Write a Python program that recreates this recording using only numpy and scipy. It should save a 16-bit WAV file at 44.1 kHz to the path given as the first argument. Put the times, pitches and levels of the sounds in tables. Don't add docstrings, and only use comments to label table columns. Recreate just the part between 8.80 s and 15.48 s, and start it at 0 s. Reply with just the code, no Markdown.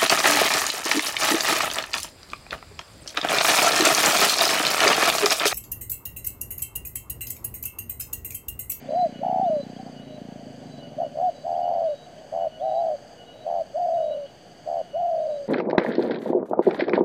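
import sys
import numpy as np
from scipy import signal
from scipy.fft import rfft, irfft
from scipy.io import wavfile

SR = 44100
rng = np.random.default_rng(int(sys.argv[2]) if len(sys.argv) > 2 else 0)


def bounce(signal):
    frames = np.transpose(np.atleast_2d(signal))
    limited = np.clip(frames, -1, 1)
    pcm = np.round(limited * 32767).astype(np.int16)
    wavfile.write(sys.argv[1], SR, pcm)


def makeup_ratio(level_db):
    decades = np.asarray(level_db, float) / 20
    return 10 ** decades


N = 294588
TIME = np.arange(N) / SR

# f/Hz, level per Hz/dB
AIR_COLOUR = [(30, -31.5), (60, -3.5), (80, -7), (150, 0), (300, -4.5), (450, -4.5), (950, -18),
              (1300, -19.5), (2200, -19.5), (3700, -27.5), (5500, -33), (9800, -39.5), (11000, -44.5),
              (15500, -37)]
# f/Hz, width/Hz, level/dB, swell/dB
BUZZ_BANDS = [(1626, 460, -63, 5), (3100, 580, -64.5, -2.5), (4687, 490, -61.5, 3.5), (6407, 740, -65.5, 4),
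              (7890, 590, -70.5, 7.5), (9250, 510, -78.5, -0.5)]
# t/s, level/dB
RING_BURSTS = [(.37, -55), (.469, -59), (.69, -61), (1.19, -55), (1.3, -63), (2.039, -55), (2.25, -61),
               (2.85, -55.5), (3.09, -59), (3.63, -55), (3.749, -57), (3.9, -64), (4.41, -56), (4.5, -55),
               (5.209, -57), (5.34, -53), (5.47, -62), (6.01, -63), (6.158, -55)]
# start/s, end/s, level/dB
CRICKET_PHRASES = [(0, 0.276, -63.5), (.55, 1.196, -65), (1.55, 2.123, -66), (2.452, 3.2, -64),
                   (3.832, 4.36, -65.5), (4.688, 5.12, -64.5), (5.409, 6.022, -65), (6.303, 6.68, -63.5)]
# t/s, level/dB
MOTOR_LEVEL = [(0, -42.5), (.61, -34.5), (1.03, -39.5), (1.3, -43), (1.5, -36.5), (1.82, -44.5),
               (2.0, -43.5), (2.44, -52), (3.2, -56.5), (6.68, -72)]
# t/s, firing rate/Hz
MOTOR_SPEED = [(0, 29.97), (.3, 30.07), (.61, 29.18), (1.03, 30.59), (1.15, 29.63), (1.3, 26.78),
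               (1.5, 28.51), (1.62, 27.26), (1.82, 26.19), (2.0, 22.08), (2.19, 20.67), (2.44, 18.5),
               (2.75, 16.0), (6.68, 16.0)]
# t/s, length/s, hook depth/Hz, held f/Hz, last level/dB
BIRD_WHISTLES = [
    (0.065, 0.18, 650, 4020, -52),
    (0.64, .2, 633, 3980, -55.5),
    (1.196, 0.18, 590, 3930, -58.5),
    (1.8, 0.21, 660, 3960, -58.5),
    (2.443, 0.19, 656, 3960, -58.5),
    (3.057, 0.2, 590, 3890, -54.5),
    (3.798, .208, 630, 3920, -54.5),
    (4.46, 0.18, 150, 3890, -57.5),
    (5.141, 0.2, 101, 3870, -56),
    (6.385, 0.2, 410, 3910, -58.5),
]
# t/s, level/dB
BIRD_CHIPS = [(.345, -58), (.95, -60), (1.51, -60), (2.09, -63), (2.74, -59), (3.37, -61), (4.06, -65),
              (5.45, -62)]
# t/s, level/dB
MURMUR_LEVEL = [
    (0, -47.5),
    (4.4, -48.3),
    (5.6, -52),
    (6.68, -53),
]
# f/Hz, width/Hz, level/dB
MURMUR_BANDS = [(480, 45, -4.5), (590, 54, 5), (652, 130, -1.5), (702.6, 32.4, 6), (787, 46, -5)]
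# t/s, length/s, start f/Hz, level/dB
FAR_NOTES = [
    (0.985, 0.042, 768, -40),
    (1.06, 0.034, 785, -47),
    (1.255, 0.15, 623, -46.5),
    (1.873, 0.22, 689, -54),
    (2.07, 0.11, 585, -57),
    (3.355, 0.1, 645, -49.5),
    (3.704, 0.19, 642, -45),
    (4.3, 0.36, 488, -56.5),
    (4.497, 0.23, 651, -52),
    (5.55, 0.17, 500, -60),
]
# kind, start/s, length/s, top f/Hz, loudest level/dB, flutter stops at/share of note
NEAR_NOTES = [("rise", .065, .216, 731, -20.5, 0.392), ("roll", .395, 0.427, 780, -22.5, .52),
              ("blip", 2.165, 0.122, 746, -25, 0.87), ("hook", 2.33, 0.1758, 738, -22, 0.519),
              ("purr", 2.63, 0.5227, 744, -24, .79), ("trill", 3.512, .174, 722, -25, 0.903),
              ("duet", 3.79, .376, 722, -23, 0.95), ("trill", 4.645, .185, 727, -25, 0.85),
              ("sigh", 4.932, .538, 741, -22.5, 1), ("trill", 5.855, .169, 725, -26, 0.97),
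              ("sigh", 6.128, 0.54, 735, -23, 1)]
COO_PITCH = {"rise": (.54, 1.1, .62, 2.25), "hook": (0.546, 0.71, 0.555, 5.8),
             "roll": (.09, 3.37, .56, .62), "blip": (0.398, 1.06, 0.46, 0.74),
             "purr": (0.0622, 1.3, 0.062, 3.6), "trill": (.18, .8, .4, 4.5),
             "duet": (0.138, 0.777, .5, 2.6), "sigh": (.08, 1.7, .18, 1.2)}
COO_LEVEL = {"rise": (.03, .8, 13, 14), "hook": (.03, 0.79, 15.6, 1.3), "roll": (.045, .75, 4, 14),
             "blip": (.03, .4, 2.1, 20), "purr": (.032, .8, 4, 9), "trill": (0.021, 1, 3.1, .8),
             "duet": (0.033, 0.77, 4.4, 11.4), "sigh": (.028, .42, 2.2, 17)}
COO_FLUTTER = {"rise": (62, 66, .7, .1, 0), "hook": (66, 72, .8, .12, 0), "roll": (60, 70, .8, .2, 0),
               "blip": (75, 60, .7, .15, 0), "purr": (66, 95, .64, .4, 0), "trill": (76, 91, .78, .17, 0),
               "duet": (132, 95, .45, .08, 1), "sigh": (85, 75, .14, .14, 0)}
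# first/s, last/s, mean closure/0-1
VALVE_CATCHES = [(.698, .7, .7), (3.09, 3.092, .7), (3.906, 3.98, .5), (4.031, 4.115, .55),
                 (4.97, 4.991, .5), (5.012, 5.045, .25), (5.064, 5.085, .8), (5.1, 5.135, .35),
                 (5.184, 5.38, .75), (6.176, 6.2, .5), (6.225, 6.25, .25), (6.27, 6.272, .6),
                 (6.308, 6.49, .75), (6.515, 6.61, .45)]


def rms_one(x):
    return x / np.sqrt(np.mean(x ** 2) + 1e-20)


def noise():
    return rng.standard_normal(N)


def over_time(rows):
    s, value = np.transpose(rows)
    return np.interp(TIME, s, value)


def drift(rate_hz):
    knots = rng.standard_normal(int(N / SR * 60))
    memory = np.exp(-2 * np.pi * rate_hz / 50)
    slow = signal.lfilter([1], [1, -memory], knots)[50:]
    return np.interp(TIME * 50, np.arange(len(slow)), rms_one(slow))


def resonate(x, hz, width_hz):
    r = np.exp(-np.pi * width_hz / SR)
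    top = np.array([1, 0, -1]) * (1 - r * r) / 2
    return signal.lfilter(top, [1, -2 * r * np.cos(2 * np.pi * hz / SR), r * r], x)


def resonate_twice(x, hz, width_hz):
    return resonate(resonate(x, hz, width_hz), hz, width_hz)


def band(x, order, low_hz, high_hz):
    return signal.sosfilt(signal.butter(order, [low_hz, high_hz], "band", fs=SR, output="sos"), x)


def echoes(x, taps):
    return sum(makeup_ratio(db) * np.concatenate([np.zeros(int(s * SR)), x])[:N] for s, db in taps)


def air():
    hz = np.maximum(np.fft.rfftfreq(N, 1 / SR), 10)
    colour_hz, colour_db = np.transpose(AIR_COLOUR)
    colour = makeup_ratio(np.interp(np.log(hz), np.log(colour_hz), colour_db))
    return makeup_ratio(-51.5 + 0.25 * drift(2.7)) * rms_one(irfft(rfft(noise()) * colour, N))


def cicada():
    first_drop_s, round_s, ring_hz, ring_rest_db = .43, .813, 2926, -69
    round_share = (TIME - first_drop_s) / round_s % 1
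    swell = np.interp(round_share, [0, .35, .82, 1], [0, .6, 1, 0])
    buzz = np.zeros(N)
    for hz, width_hz, db, swell_db in BUZZ_BANDS:
        width_hz = max(width_hz, hz / 16)
        low = rms_one(resonate_twice(noise(), 0.963 * hz, width_hz))
        high = rms_one(resonate_twice(noise(), 0.9935 * hz, width_hz))
        climbing = np.sqrt(1 - swell) * low + np.sqrt(swell) * high
        buzz += makeup_ratio(db - swell_db * (1 - swell)) * climbing
    bursts = makeup_ratio(ring_rest_db) + sum(makeup_ratio(db) * np.exp(-((TIME - s) / 0.035) ** 2) for s, db in RING_BURSTS)
    phase = 2 * np.pi * np.cumsum(ring_hz + 9 * drift(6)) / SR
    ring = np.sin(phase) + makeup_ratio(-10.5) * np.sin(phase / 2)
    return buzz + np.sqrt(2) * bursts * makeup_ratio(2.2 * drift(14)) * ring


def cricket():
    chirp_turn = 2 * np.pi * 18.7 * TIME
    phrases = np.zeros(N)
    for start, end, db in CRICKET_PHRASES:
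        growth = np.clip(.5 + (TIME - start) / 0.3, 0, 1)
        phrases += makeup_ratio(db) * (TIME > start) * (TIME < end) * growth
    chirps = np.clip(np.cos(chirp_turn) + 0.33, 0, 1)
    strokes = chirps * np.clip(np.cos(3 * chirp_turn) + 1.3, 0, 1)
    return phrases * rms_one(resonate_twice(noise() * strokes, 4660, 350))


def motorcycle():
    hidden_db, hiding_db, open_echo = -39.5, 6, 0.1
    level_db = over_time(MOTOR_LEVEL)
    wet = np.clip(open_echo + (hidden_db - level_db) / hiding_db, open_echo, 1)
    turns = np.cumsum(over_time(MOTOR_SPEED)) / SR + .27 + .009 * drift(20)
    fired = np.diff(np.floor(turns), prepend=0) * makeup_ratio(1.1 * noise())
    puff = band(fired + 1e-18, 2, 105, 560)
    thump = resonate(resonate(puff, 210.6, 120), 185, 200) + makeup_ratio(-12.5) * resonate(puff, 413, 140)
    late = echoes(thump, [(.0078, 0), (.0155, -3), (.0225, -11), (.029, -6)])
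    late += makeup_ratio(0.5) * resonate(puff, 150, 35)
    wash = .35 * rms_one(resonate_twice(noise(), 190, 170))
    rattle = rms_one(resonate(resonate(noise(), 1700, 1300), 2050, 1300))
    rattle *= 1 + 0.24 * np.cos(2 * np.pi * turns)
    rattle_db = np.maximum(-57.5 - 7 * TIME, -84)
    return makeup_ratio(level_db) * (rms_one(thump + wet * late) + wet * wash) + makeup_ratio(rattle_db) * rattle


def small_bird():
    hook_hz_per_s, waver_hz = 24000, 14
    out, waver = np.zeros(N), waver_hz * drift(20)
    for s, length, hook_hz, held_hz, db in BIRD_WHISTLES:
        i, t = int(s * SR), np.arange(int(length * SR)) / SR
        hook = hook_hz * np.clip(1 - t / (hook_hz / hook_hz_per_s), 0, 1) ** 1.1
        end_flick = 45 * np.exp((t - length) / 0.015)
        hz = held_hz + 25 * (t / length - 1) - hook + end_flick + waver[i:i + len(t)]
        level_db = db - 13.3 * (1 - t / length) + 12.0 * np.exp(-t / 0.011)
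        fade = np.clip(np.minimum(t, length - t) / 0.0013, 0, 1)
        whistle = np.sin(2 * np.pi * np.cumsum(hz) / SR)
        out[i:i + len(t)] += np.sqrt(2) * fade * makeup_ratio(level_db) * whistle
    share = np.linspace(0, 1, int(0.034 * SR))
    chip_hz = 2450 + 850 * np.sin(2.1 * share)
    chip = np.sin(2 * np.pi * np.cumsum(chip_hz) / SR) * np.sin(np.pi * share)
    for s, db in BIRD_CHIPS:
        i = int(s * SR)
        out[i:i + len(share)] += np.sqrt(2) * makeup_ratio(db) * chip
    out *= makeup_ratio(3.0 * drift(20))
    return out + echoes(out, [(.031, -17), (.074, -15), (.118, -25.5), (.171, -17)])


def far_doves():
    sag_hz_per_s = 130
    voices, notes = np.zeros(N), np.zeros(N)
    for hz, width_hz, db in MURMUR_BANDS:
        voices += makeup_ratio(db + 2.36 * drift(2.5)) * resonate_twice(noise(), hz, 1.93 * width_hz)
    for s, length, start_hz, db in FAR_NOTES:
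        i, share = int(s * SR), np.linspace(0, 1, int(length * SR))
        tone = np.sin(2 * np.pi * np.cumsum(start_hz - sag_hz_per_s * length * share) / SR)
        arch = np.sqrt(np.sin(np.pi * share) + 1e-9)
        notes[i:i + len(share)] += np.sqrt(2) * makeup_ratio(db) * arch * tone
    return makeup_ratio(over_time(MURMUR_LEVEL)) * rms_one(voices) + notes * makeup_ratio(3.3 * drift(20))


def catches():
    gap_s, gap_spread, size_spread = .017, .25, .15
    rows = []
    for first, last, closure in VALVE_CATCHES:
        gaps, sizes = rng.standard_normal((2, 30))
        s = first + np.cumsum(gap_s * np.exp(gap_spread * gaps) * (np.arange(30) > 0))
        closures = np.clip(closure + size_spread * sizes, 0, 1)
        rows += list(np.transpose([s, closures])[s <= last])
    return np.array(rows)


def coo(kind, start, length, top_hz, loud_db, stop_at):
    top_at, climb, droop_at, droop = COO_PITCH[kind]
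    attack_s, crest_at, swell_db, fade_db = COO_LEVEL[kind]
    first, last, depth, slip, twin = COO_FLUTTER[kind]
    rest_hz, pull_hz = 545.4, 55.1
    smooth_depth, smooth_gain_db, settle_s = .06, 1, .015
    at = np.arange(int(start * SR), min(N, int((start + length) * SR)))
    t = at / SR - start
    share = np.clip(t / length, 0, 1)
    flutter_share = share / stop_at
    settled = np.clip((t - stop_at * length) / settle_s + .5, 0, 1)

    level_db = loud_db - 24 * np.clip(1 - t / attack_s, 0, 1) ** 2
    level_db -= swell_db * np.clip(1 - share / crest_at, 0, 1) ** 2
    level_db -= fade_db * np.clip((share - crest_at) / (1 - crest_at), 0, 1) ** 2.3
    level_db -= 26.5 * np.clip(1 - (length - t) / .012, 0, 1)
    level_db += smooth_gain_db * settled

    eased = np.clip(depth * (1 + .3 * (.5 - flutter_share)), 0, 1)
    depth = np.clip(t / attack_s, .3, 1) ** 2 * (eased + (smooth_depth - eased) * settled)
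    per_s = first + (last - first) * np.clip(flutter_share, 0, 1)

    tension = np.clip(share / top_at, 0, 1) ** climb
    tension -= np.clip((share - droop_at) / (1 - droop_at), 0, 1) ** droop
    hz = rest_hz + (top_hz - rest_hz - pull_hz * depth) * tension
    return at, hz, level_db, per_s, depth, slip, twin


def near_doves():
    sweep_hz, jitter, uneven, shut_s = 62, 0.17, 0.25, 0.0022
    out, count = np.zeros(N), np.arange(100)
    breath = rms_one(resonate(noise(), 1164, 510))
    caught = catches()
    closure = caught[:, 1]
    jolt = 1.6 * closure * rng.standard_normal(len(caught))
    for note in NEAR_NOTES:
        at, hz, level_db, per_s, depth, slip, twin = coo(*note)
        timing, deepness, loudness, slipping = rng.standard_normal((4, 100))

        away = (TIME[at] - caught[:, :1]) / shut_s
        shut = np.clip(closure @ np.exp(-away ** 2 / 2), 0, 1)
        near = np.exp(-(away / 5.7) ** 2).max(axis=0)
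        hz = hz - 29.9 * near * (1 - twin) * np.clip((hz - 545.4) / 170, 0, 1)
        depth = depth * (1 - 0.24 * near)

        loose = 1.15 - depth + 1.34 * slip
        turns = np.cumsum(per_s) / SR
        turns += np.cumsum(per_s * jitter * loose * np.interp(turns, count, timing)) / SR
        depth = np.clip(depth * np.exp(uneven * loose * np.interp(turns, count, deepness)), 0, 1)
        cycle = 2 * np.pi * turns

        upper = twin * np.interp(np.linspace(0, 1, len(at)), [0, .35, .6, 1], [.9, .8, .3, .3])
        depth = depth * (1 - 0.85 * twin)
        hz = hz - per_s * upper ** 2 / (1 + upper ** 2)

        first, second = 1.25 * depth, .14 * depth ** 2
        flutter = 1 - first * np.cos(cycle) + second * np.cos(2 * cycle)
        flutter /= np.sqrt(1 + first ** 2 / 2 + second ** 2 / 2)
        flutter *= (1 - shut) * makeup_ratio(0.6 * np.interp(turns - .5, count, loudness))

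        swept_hz = hz - (sweep_hz * depth + 5) * np.sin(cycle) - 110 * shut
        phase = 2 * np.pi * np.cumsum(swept_hz) / SR
        late = turns - .1
        steps = np.floor(late) + np.clip(late % 1 - .8, 0, 1) * 5
        slips = np.gradient(np.interp(steps, count, np.cumsum(slipping)))
        phase += 2 * np.pi * slip * np.cumsum(slips * (depth + twin) ** 2)
        phase += jolt @ np.clip(away / 2 + .5, 0, 1)

        tone = (np.sin(phase) - upper * np.sin(phase + cycle)) / np.sqrt(1 + upper ** 2)
        overtone = makeup_ratio(-19.0) * np.sin(2 * phase)
        hiss = makeup_ratio(-17.5) * (depth + 0.26) * breath[at]
        out[at] += np.sqrt(2) * makeup_ratio(level_db) * flutter * (tone + overtone + hiss)
    crop = band(out, 3, 490, 900) + makeup_ratio(-25) * out
    return crop + echoes(crop, [(.009, -33.5), (.023, -23.5), (.047, -30.5), (.083, -35.5)])


def scene():
    background = air() + cicada() + cricket() + motorcycle()
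    return (background + small_bird() + far_doves() + near_doves())[None]


def band_limit(x):
    return signal.sosfilt(signal.butter(12, 15620, fs=SR, output="sos"), x)


def record(dry):
    cut = signal.sosfilt(signal.cheby2(12, 60, 16100, fs=SR, output="sos"), dry)
    return band_limit(cut - .0006)


dry = scene()
out = record(dry)
bounce(out)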